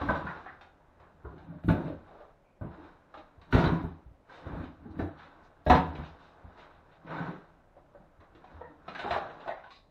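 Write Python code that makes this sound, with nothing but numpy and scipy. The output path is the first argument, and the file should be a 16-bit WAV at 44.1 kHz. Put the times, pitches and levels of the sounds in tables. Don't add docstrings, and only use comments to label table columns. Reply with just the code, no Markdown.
import sys
import numpy as np
from scipy import signal
from scipy.fft import rfft, irfft
from scipy.io import wavfile
from scipy.ndimage import uniform_filter1d

SR = 44100
rng = np.random.default_rng(int(sys.argv[2]) if len(sys.argv) > 2 else 0)


def ratio_of_db(decibels):
    return 10 ** (np.asarray(decibels, float) / 20)


def waveform_to_disk(signal):
    frames = np.transpose(np.atleast_2d(signal))
    scaled = np.clip(frames, -1, 1) * 32767
    samples = np.round(scaled).astype(np.int16)
    wavfile.write(sys.argv[1], SR, samples)


N = 436590

# (frequency [Hz], level [dB], decay time T60 [s])
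FLOOR_MODES = [(59.3, -11, 0.1), (79.2, 6, 0.47), (97, -9, 0.86), (108, -17.5, 0.16)]
FRAMING_MODES = [(159.1, 4, 0.39), (188, -4, 0.35), (228, -3.5, 0.14), (281.4, 5, 0.2), (317.4, 2.5, 0.21)]
BOARD_MODES = [(388, -3.5, 0.048), (458, 0, 0.039), (590, 13.5, 0.03), (705.5, 2.5, 0.12), (831, 12, 0.045),
               (960, 13, 0.031), (1091, 12, 0.034), (1281, 15.5, 0.02), (1514, 14.5, 0.028),
               (1800, -21, 0.016)]
# (frequency [Hz], decay time T60 [s])
ROOM_T60 = [(60, 0.092), (250, 0.32), (1000, 0.37), (4000, 0.31), (12000, 0.29)]
# (frequency [Hz], density [dB per Hz])
HUM_SPECTRUM = [(12, -47), (20, 15.5), (58, -5.5), (416, -16.5), (581, -11.5), (811, -15.5), (1540, -32),
                (1980, -29.5), (3170, -37.5), (3750, -42), (6540, -45), (15500, -57)]
# (frequency [Hz], limit over the local band [dB])
THINNING = [(2000, -14), (3000, -7), (4300, -3), (4700, 2), (6800, 3.5), (16000, 4.5)]

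# (time [s], held [s], board level [dB], framing rel. to board [dB])
FLOOR_DRAGS = [
    (0.0, 0.18, -42, 1),
    (1.3, 0.26, -69.5, 12),
    (1.78, 0.091, -49, 5.5),
    (3.76, 0.045, -54.5, 13),
    (4.47, 0.15, -50, 3),
    (4.84, 0.18, -69.5, 18.5),
    (5.0, 0.02, -50, -3),
    (5.82, 0.082, -49.5, 8),
    (5.98, 0.05, -51.5, -19),
    (8.52, 0.097, -62, 0),
]
# (time [s], held [s], board level [dB], framing rel. to board [dB])
WALL_DRAGS = [(0.27, 0.11, -49.5, -42), (.45, .08, -69, -6), (2.08, 0.15, -61, -19),
              (2.72, 0.16, -57.5, -5), (3.15, 0.24, -72, -6.5), (3.56, 0.16, -40, 2.5),
              (4.31, 0.084, -55, -24), (5.19, 0.23, -65, -24.5), (6.15, 0.4, -67, -40),
              (6.58, 0.043, -59, -14), (6.88, 0.071, -71.5, -16), (7.11, 0.17, -44, -2.5),
              (7.78, 0.014, -78, 2), (7.96, 0.018, -73.5, 1), (8.36, 0.14, -68.5, -1),
              (8.9, 0.065, -52, -6.5), (9.05, 0.11, -39, -25), (9.25, 0.16, -58.5, -4),
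              (9.46, 0.039, -50.5, -36)]
# (time [s], board level [dB])
SHUFFLE = [(0, -64.5), (.8, -68.5), (1.5, -63), (2.4, -80), (3.1, -68), (4.1, -78.5), (5.5, -65.5),
           (6.8, -65), (7.8, -72.5), (8.7, -65.5), (9.65, -69), (9.9, -97.5)]

# (time [s], framing level [dB], framing pitch [Hz], floor level [dB])
DEEP_THUDS = [(0.012, -30.5, 288, -32), (0.086, -22.5, 217, -24), (1.698, -13.5, 180, -27),
              (1.908, -36, 237, -55), (2.779, -40, 314, -55), (3.172, -44, 312, -59),
              (3.378, -71, 139, -47), (3.544, -13, 180, -16), (3.639, -13.5, 156, -42),
              (3.664, -16.5, 305.4, -21), (3.721, -14.5, 166, -31), (3.838, -24, 163, -30),
              (4.059, -65, 137, -43), (4.11, -67, 140, -48), (4.529, -31.5, 228, -30),
              (4.599, -29, 249, -33), (4.901, -55, 209, -44), (4.99, -21, 289.4, -32.5),
              (5.668, -19.5, 156, -22.5), (5.699, -9, 261, -19), (5.747, -13, 169, -30),
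              (5.987, -27, 157, -33.5), (6.443, -43.5, 176, -40), (8.348, -48.5, 332, -58),
              (8.539, -59, 150, -44.5), (9.473, -50, 356, -66)]
# (time [s], framing level [dB], framing pitch [Hz], floor level [dB])
TIGHT_THUDS = [(0.245, -31.5, 167, -48), (1.243, -41, 310, -41), (1.336, -43, 356, -50),
               (1.487, -34.5, 161, -46.5), (1.551, -36, 168, -52), (1.645, -23.5, 173, -30),
               (1.681, -10.5, 208, -17.5), (1.849, -24.5, 160, -39), (2.612, -31, 173.4, -31.5),
               (2.65, -28, 142, -34.5), (3.529, -15.5, 267, -23), (3.585, -14, 163, -38),
               (4.462, -36.5, 330, -37), (4.855, -34, 248, -51), (4.97, -31, 186, -55),
               (5.017, -31.5, 380, -29.5), (7.048, -37, 197, -61), (7.203, -24.5, 173, -68),
               (7.283, -27, 180, -62), (8.884, -39, 185.2, -62), (9.048, -34, 236, -61),
               (9.109, -37, 373, -38)]

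# (time [s], peak [dB], board pitch [Hz], crack rel. [dB])
FIRM_KNOCKS = [(0.015, -26.5, 618, -21.5), (0.087, -19, 1036, -34), (0.102, -22.5, 817, -23),
               (0.149, -30.5, 967, -17), (0.999, -53.5, 816, -13), (1.249, -40, 435, -35),
               (1.379, -46, 760, -17.5), (1.685, -23, 367, -20), (1.699, -26, 620, -24),
               (2.611, -42.5, 580, -32), (3.173, -43, 597, -14.5), (3.64, -22, 543, -17),
               (4.992, -28.5, 455, -22.5), (5.749, -17, 950, -19.5), (5.951, -39.5, 410, -10),
               (6.588, -54.5, 700, -14), (7.065, -48, 696, -15), (7.165, -34, 940, -22),
               (8.202, -58, 897, -10), (8.349, -50.5, 550, -12.5), (9.107, -26.5, 647, -7),
               (9.159, -25.5, 707, -26), (9.254, -50, 626, -20), (9.399, -44, 570, -16),
               (9.476, -30.5, 664, -18)]
# (time [s], peak [dB], board pitch [Hz], crack rel. [dB])
SHARP_KNOCKS = [(0.267, -35.5, 980, -19), (0.359, -49, 865, -15), (0.461, -44.5, 775, -15),
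                (0.61, -47, 850, -8), (2.739, -54, 985, -17), (2.838, -54.5, 810, -10),
                (3.14, -46, 540, -10.5), (3.414, -54.5, 1020, -5), (3.525, -28, 1400, -6.5),
                (4.296, -51.5, 980, -28), (4.639, -54, 830, -2), (5.312, -57.5, 870, -10),
                (5.713, -18, 817, -24.5), (8.441, -51, 835, -14), (8.88, -34.5, 677, -11.5),
                (8.949, -42.5, 840, 0.5), (8.991, -36, 706, -3), (9.299, -44, 555, -16),
                (9.557, -61, 693, -35.5), (9.638, -50.5, 870, -13), (9.705, -59, 1000, 4)]
# (time [s], peak [dB], board
# pitch [Hz], crack rel. [dB])
DULL_KNOCKS = [(1.636, -40.5, 590, -20), (1.879, -38, 460, -22), (2.071, -51, 937, -25),
               (3.544, -17, 425, -18), (3.579, -21.5, 857, -18), (3.663, -26, 458, -24),
               (3.837, -34, 388, -44), (4.46, -42.5, 538, -28), (4.546, -34, 603, -36),
               (4.854, -45.5, 438, -41), (5.449, -51.5, 500, -21), (5.664, -22, 423, -22),
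               (5.698, -7.5, 886, -19), (2.203, -42, 590, -27), (7.765, -50, 560, -30),
               (7.948, -44.5, 614, -41), (8.609, -34, 570, -40), (9.044, -26, 614, -39)]

# (time [s], peak [dB], pitch [Hz], decay time
# T60 [s])
REBOUNDS_AND_TAPS = [(1.686, -24, 1456, 0.056), (1.697, -28, 874, .08), (1.71, -29.5, 610, .08),
                     (1.745, -34, 1504, .05), (1.8, -31.5, 332, .08), (1.843, -37, 595, 0.062),
                     (1.865, -32, 302, 0.06), (1.88, -31, 595, 0.047), (1.9, -33.5, 588, 0.043),
                     (1.9, -32, 301, 0.056), (1.923, -40, 533, 0.065), (2.615, -39, 327, 0.067),
                     (2.63, -37, 135, 0.089), (2.672, -39, 328, .06), (2.678, -46, 950, 0.043),
                     (2.735, -50, 960, .05), (2.78, -50, 930, .05), (2.831, -44, 310, 0.058), (2.84, -50, 1250, .04),
                     (2.858, -52, 328, 0.054), (3.171, -38, 600, 0.033), (3.174, -50, 1050, .03),
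                     (3.589, -25, 875, 0.037), (3.605, -21, 330, 0.056), (4.5, -40, 150, 0.085),
                     (4.52, -39, 850, 0.046), (4.57, -34.5, 170, 0.097), (4.575, -44, 1343, .05),
                     (4.632, -38.5, 260, 0.067), (4.997, -36, 1350, 0.037), (5.0, -42, 846, .04),
                     (5.018, -30.5, 331, 0.075), (5.681, -26, 689, 0.049), (5.712, -8.5, 900, 0.046),
                     (5.728, -16.5, 500, 0.053), (5.926, -37, 902, .05), (8.993, -37, 1500, .05),
                     (9.06, -24.5, 800, 0.065), (9.074, -37, 850, .04), (9.132, -29, 986, 0.058),
                     (9.141, -27, 1610, 0.046), (9.158, -26, 610, .1), (9.254, -36.5, 610, 0.056),
                     (9.3, -42, 1000, .05), (9.49, -29.5, 700, 0.063), (9.555, -38, 670, 0.062),
                     (9.642, -40, 810, 0.054), (9.71, -45.5, 1103, 0.083),
                     (.017, -32, 1480, 0.052), (.095, -19, 1006, 0.045), (.105, -22.5, 560, 0.058),
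        (.178, -32, 970, 0.044), (.225, -34, 1100, 0.047), (.25, -33.5, 164, 0.061),
        (.268, -27.5, 1432, .05), (.3, -37, 945, 0.084), (.499, -40, 1570, 0.046), (.563, -48, 1380, .04),
        (1.0, -53, 90, 0.074), (1.254, -37, 69, 0.27), (1.262, -43, 1000, .05), (1.338, -45, 344, 0.088),
        (1.42, -49, 760, .05), (1.5, -42.5, 170, .1), (1.525, -44, 602, 0.081), (1.712, -22, 260, .08),
        (3.545, -21.5, 95, 0.11), (3.662, -25, 1100, .04), (3.69, -26, 996, 0.065), (4.075, -44, 62, 0.13),
        (4.3, -53, 543, 0.12), (4.39, -53, 517, .1), (4.47, -41, 318, 0.11), (4.991, -32, 165, .12),
        (5.02, -41, 587, 0.068), (5.74, -21.5, 418, .06), (6.289, -60, 745, 0.036), (6.393, -61, 810, .04),
        (6.447, -49, 810, .05), (6.917, -57, 829, .05), (7.1, -39, 1490, .1), (7.142, -34, 917, .06),
        (7.18, -32, 1510, 0.072), (7.264, -37.5, 1490, 0.099), (7.589, -58, 715, 0.037),
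        (5.18, -46, 820, .05), (7.885, -59, 589, 0.043), (8.0, -51, 164, .12), (8.027, -55, 560, 0.056),
        (8.19, -51, 80, 0.11), (8.47, -55, 2500, .05), (8.565, -53, 842, .04), (8.7, -52, 290, 0.19),
        (9.12, -38, 80, 0.25), (9.112, -28, 1050, 0.058), (9.41, -44, 580, 0.054), (9.46, -36, 685, 0.049),
        (9.66, -46.5, 1003, 0.068)]

# (time [s], length [s], pitch [Hz], width [Hz], level [dB])
SPLINTERS = [(.085, 0.053, 2190, 600, -47), (1.683, 0.1, 2600, 500, -48), (1.684, .07, 3750, 900, -53),
             (1.86, 0.087, 2200, 1600, -57), (2.19, 0.056, 950, 700, -61), (2.44, 0.18, 2400, 260, -76),
             (2.72, 0.047, 1450, 500, -59), (3.171, 0.056, 2400, 3600, -57), (3.645, .055, 4050, 900, -35),
             (4.46, .25, 1340, 700, -55.5), (4.63, 0.073, 2700, 1600, -59), (5.19, .09, 1350, 800, -54),
             (5.672, .03, 3820, 500, -46.5), (5.7, 0.12, 1050, 900, -28), (5.698, .08, 4700, 2800, -38),
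             (5.95, 0.034, 4100, 1200, -59), (4.905, .045, 5700, 3000, -59), (6.7, 0.14, 3000, 2500, -67),
             (6.91, 0.11, 3000, 2500, -65.5), (7.15, .1, 4800, 2400, -54), (7.765, .05, 620, 600, -60),
             (5.432, .065, 5400, 2600, -61), (8.95, 0.06, 2000, 600, -54), (9.05, .06, 2600, 500, -56),
             (9.108, 0.13, 2700, 1200, -49), (9.109, 0.053, 5000, 2200, -48), (9.11, .1, 1090, 500, -38),
             (9.293, 0.046, 2700, 2400, -56), (9.398, 0.057, 3280, 1400, -55),
             (9.477, .05, 3200, 2300, -53), (9.56, 0.096, 1400, 1200, -57), (9.635, .09, 3100, 1500, -61),
             (9.71, .12, 2640, 770, -63), (9.711, 0.11, 6900, 2400, -63), (6.19, 0.19, 4200, 3600, -60)]
# (time [s], length [s], pitch [Hz], width [Hz], level [dB])
RUBS = [(0.262, 0.072, 1500, 800, -43.5), (0.456, 0.068, 1480, 740, -48), (3.532, 0.19, 840, 1070, -33.5),
        (4.292, 0.19, 3600, 6600, -54.5), (5.172, 0.13, 3300, 4200, -56), (7.1, 0.074, 4200, 2700, -65),
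        (6.573, 0.095, 3400, 4800, -55.5), (8.609, 0.098, 1850, 121, -59.5), (9.492, 0.043, 1930, 360, -45),
        (9.703, 0.095, 4400, 1300, -51.5), (2.08, 0.24, 610, 500, -57.5), (6.03, .08, 4200, 3900, -52),
        (9.476, 0.06, 700, 160, -39.5), (7.27, .1, 347, 150, -46.5), (7.065, .3, 710, 1230, -45),
        (1.7, 0.15, 370, 400, -42), (8.2, 0.071, 790, 1070, -60), (4.6, 0.081, 1100, 1200, -54),
        (.99, 0.12, 790, 990, -60), (2.612, .09, 440, 560, -48.5), (3.52, 0.17, 5200, 3200, -40.5)]

HUM_DB = -59
GRIP_DB_PER_S, LET_GO_DB_PER_S = 347.5, 116.5
FLOOR_SHARE_DB, WALL_SHARE_DB = 0, -28.5
GRIT_SHARE_DB = -8
SHUFFLE_FRAMING_DB, SHUFFLE_FLOOR_DB = -6, -5.5
DEEP_FLOOR_HZ, TIGHT_FLOOR_HZ, FLOOR_SCATTER = 83.5, 99, 0.058
DULL_UPPER_DB, FIRM_UPPER_DB, SHARP_UPPER_DB = -13.5, -6, 1
DULL_UPPER_HZ, FIRM_UPPER_HZ, SHARP_UPPER_HZ, UPPER_SCATTER = 1240, 1267, 1400, 0.12
REBOUND_PAIR, REBOUND_RISE_S = 1.07, 0.0024
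KNOCK_WET_DB, THUD_WET_DB, DRAG_WET_DB = -2, 0, -12


def rms_one(x):
    return x / np.sqrt(np.mean(x ** 2) + 1e-20)


def at_hz(points, hz):
    table_hz, value = np.array(points).T
    return np.interp(np.log(hz), np.log(table_hz), value)


def band(x, low_hz, high_hz):
    return signal.sosfilt(signal.butter(2, [low_hz, high_hz], "band", fs=SR, output="sos"), x)


def tones(hz, t60, t):
    return np.sin(2 * np.pi * np.outer(hz, t)) * ratio_of_db(-60 * t / t60)


def add(out, s, sound):
    start = int(s * SR)
    out[start:start + len(sound)] += sound[:N - start]


def hum():
    hz = np.maximum(np.fft.rfftfreq(N, 1 / SR), 1)
    lines = rfft(rng.standard_normal(N)) * ratio_of_db(at_hz(HUM_SPECTRUM, hz))
    return ratio_of_db(HUM_DB) * rms_one(irfft(lines, N))


def grains(per_s, spread_db):
    luck = rng.random(N) * SR / per_s
    at = np.flatnonzero(luck < 1)
    size_db = spread_db * np.minimum(-np.log(luck[at] + 1e-9), 4)
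    out = np.zeros(N)
    out[at] = ratio_of_db(size_db) * (-1.) ** at
    return out


def ring(clicks, hz, t60):
    r, w = ratio_of_db(-60 / (t60 * SR)), 2 * np.pi * hz / SR
    return signal.lfilter([0, np.sin(w)], [1, -2 * r * np.cos(w), r * r], clicks + 1e-18)


def effort(rows, floor_db):
    t = np.arange(0, N, 64) / SR
    s, held, db, frame_db = np.transpose(rows)[:, :, None]
    fall_db = GRIP_DB_PER_S * np.maximum(s - t, 0) + LET_GO_DB_PER_S * np.maximum(t - s - held, 0)
    shape = ratio_of_db(db - fall_db)
    frame = (shape * ratio_of_db(frame_db)).sum(0)
    gains = shape.sum(0), frame, frame * ratio_of_db(floor_db)
    return np.array([np.interp(np.arange(N) / SR, t, gain) for gain in gains])


def dragging():
    shuffle_db = np.interp(np.arange(N) / SR, *np.transpose(SHUFFLE))
    idle = ratio_of_db(shuffle_db + np.array([[0], [SHUFFLE_FRAMING_DB], [SHUFFLE_FLOOR_DB]]))
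    drags = effort(FLOOR_DRAGS, FLOOR_SHARE_DB) + effort(WALL_DRAGS, WALL_SHARE_DB)
    board_gain, frame_gain, floor_gain = idle + drags
    slips = grains(900, spread_db=1.5)
    grit = rms_one(band(grains(5400, spread_db=-1), 2000, 7000))
    board = sum(ratio_of_db(db) * ring(grains(250, spread_db=2.5) + 0.25 * slips, hz, 0.36 * t60)
                for hz, db, t60 in BOARD_MODES)
    frame = sum(ratio_of_db(db) * ring(grains(98, spread_db=-1.0), hz, 0.84 * t60)
                for hz, db, t60 in FRAMING_MODES)
    floor = sum(ratio_of_db(db) * ring(grains(120, spread_db=3.0), hz, 0.88 * t60)
                for hz, db, t60 in FLOOR_MODES)
    out = (board_gain - 0.35 * idle[0]) * ratio_of_db(GRIT_SHARE_DB) * grit
    return out + board_gain * rms_one(board) + frame_gain * rms_one(frame) + floor_gain * rms_one(floor)


def thuds(rows, joist_hz):
    out, t = np.zeros(N), np.arange(12000) / SR
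    pair = ratio_of_db(np.array([0, -7]))
    for s, frame_db, frame_hz, floor_db in rows:
        floor_hz = joist_hz * (1 + FLOOR_SCATTER * rng.standard_normal())
        frame = pair @ tones(frame_hz * np.array([1, 1.38]), 0.066, t)
        floor = pair @ tones(floor_hz * np.array([1, 0.74]), 0.19, t)
        boom = ratio_of_db(frame_db + 0.5) * frame + ratio_of_db(floor_db + 2.2) * floor
        add(out, s, boom * (1 - np.exp(-t / 0.003)))
    return out


def landing(t):
    touches = rng.standard_normal(len(t)) * (rng.random(len(t)) < 0.012)
    return 0.79 * touches * np.exp(-t / 0.011) + 0.71 * (t == 0)


def knocks(rows, upper_db, upper_hz):
    out, t = np.zeros(N), np.arange(3000) / SR
    mode_hz, mode_db, mode_t60 = np.transpose(BOARD_MODES)
    tilt_db = upper_db * np.clip(np.log2(mode_hz / 600), 0, 1)
    cluster = ratio_of_db(np.array([-2.0, -15.0, -3.5, -4.5]))
    crack_fade = np.exp(-t / 0.0082) + 0.34 * np.exp(-t / 0.038)
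    for s, db, hz, crack_db in rows:
        tune, share, near = rng.standard_normal((3, len(BOARD_MODES)))
        spread = 1 + 0.1066 * near[:4] * [0, 1, 1, 1]
        high_hz = upper_hz * (1 + UPPER_SCATTER * np.clip(near[-1], -1, 1))
        hit = ratio_of_db(-6.5) * cluster @ tones(hz * spread, 0.04, t)
        hit += ratio_of_db(upper_db + 4.0) * cluster @ tones(high_hz * spread, 0.015, t)
        weak = ratio_of_db(mode_db + tilt_db - 17.5 + 4.4 * share)
        hit += weak @ tones(mode_hz * (1 + 0.068 * tune), 0.86 * mode_t60[:, None], t)
        hit *= 1 - np.exp(-t / 0.0022)
        snap = rng.standard_normal(len(t)) * crack_fade * (1 - np.exp(-t / 0.0015))
        add(out, s, ratio_of_db(db + crack_db + 13.0) * band(snap, 1200, 5600))
        landed = signal.fftconvolve(hit, landing(t[:900]))
        add(out, s, ratio_of_db(db + 3) * landed * np.abs(hit).max() / np.abs(landed).max())
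    return out


def rebounds():
    out, t = np.zeros(N), np.arange(6000) / SR
    for s, db, hz, t60 in REBOUNDS_AND_TAPS:
        pair = ratio_of_db(np.array([0, -6])) @ tones(hz * np.array([1, REBOUND_PAIR]), t60, t)
        add(out, s, ratio_of_db(db) * pair * (1 - np.exp(-t / REBOUND_RISE_S)))
    return out


def rubs(rows):
    out = np.zeros(N)
    for s, length, hz, width_hz, db in rows:
        t = np.arange(int(length * SR)) / SR
        low_hz, high_hz = max(hz - width_hz / 2, 100), hz + width_hz / 2
        noise = band(rng.standard_normal(SR // 2), low_hz, high_hz)[-len(t):]
        add(out, s, ratio_of_db(db) * rms_one(noise) * np.sin(np.pi * np.sqrt(t / length)))
    return out


def room(x):
    t = np.arange(SR * 5 // 8) / SR
    edges = 35 * 2. ** np.arange(10)
    edges[-1] = 19000
    out = 0
    spot = (np.arange(N) / SR / 0.7 + 0.2).astype(int) % 4
    for place in range(4):
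        white = rng.standard_normal((2, len(t)))
        echo = np.zeros(len(t))
        for k, (low, high) in enumerate(zip(edges, edges[1:])):
            t60 = at_hz(ROOM_T60, np.sqrt(low * high))
            echo += band(white[k % 2], low, high) * ratio_of_db(-60 * t / t60)
        echo *= 1 - np.exp(-t / 0.0034)
        out = out + signal.fftconvolve(x * (spot == place), echo / np.sqrt(np.sum(echo ** 2)))[:N]
    return out


def housing(x):
    dull = signal.sosfilt(signal.butter(2, 2200, fs=SR, output="sos"), x)
    return dull + ratio_of_db(-1.0) * band(dull, 3480, 4200)


def scene():
    hits = knocks(DULL_KNOCKS, DULL_UPPER_DB, DULL_UPPER_HZ)
    hits += knocks(FIRM_KNOCKS, FIRM_UPPER_DB, FIRM_UPPER_HZ)
    hits += knocks(SHARP_KNOCKS, SHARP_UPPER_DB, SHARP_UPPER_HZ)
    hits += rubs(RUBS) + rebounds()
    booms = thuds(DEEP_THUDS, DEEP_FLOOR_HZ) + thuds(TIGHT_THUDS, TIGHT_FLOOR_HZ)
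    drag = dragging()
    echo = room(ratio_of_db(KNOCK_WET_DB) * hits + ratio_of_db(THUD_WET_DB) * booms + ratio_of_db(DRAG_WET_DB) * drag)
    return np.array([housing(hits + booms + drag + echo + rubs(SPLINTERS)) + hum()])


def thin(x):
    hz, s, lines = signal.stft(x, SR, "cosine", nperseg=2048, noverlap=1024)
    power = np.abs(lines) ** 2 + 1e-24
    local = uniform_filter1d(power, size=24, axis=0)
    busy = np.clip((10 * np.log10(power.sum(0)) + 62) / 14, 0, 1)
    patch = np.repeat(rng.standard_normal((65, len(s))), 16, axis=0)[:len(hz)]
    limit_db = at_hz(THINNING, hz + 1)[:, None] + 2.2 * patch - 7 * (1 - busy)
    keep = (power > local * ratio_of_db(2 * limit_db)) | (hz < 2000)[:, None]
    return signal.istft(lines * keep, SR, "cosine", nperseg=2048, noverlap=1024)[1][:N]


def low_pass(x):
    return signal.sosfilt(signal.butter(12, 15710, fs=SR, output="sos"), x)


def record(dry):
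    level = np.sqrt(uniform_filter1d(dry[0] ** 2, size=1200) + 1e-12)
    rounded = 0.9 * np.tanh(dry[0] / 0.9)
    heard = signal.sosfilt(signal.butter(2, 44, "high", fs=SR, output="sos"), rounded)
    fizz = ratio_of_db(-38.0) * level * band(rng.standard_normal(N), 7600, 17000)
    return low_pass(np.array([thin(heard + fizz)]))


dry = scene()
out = record(dry)
waveform_to_disk(out)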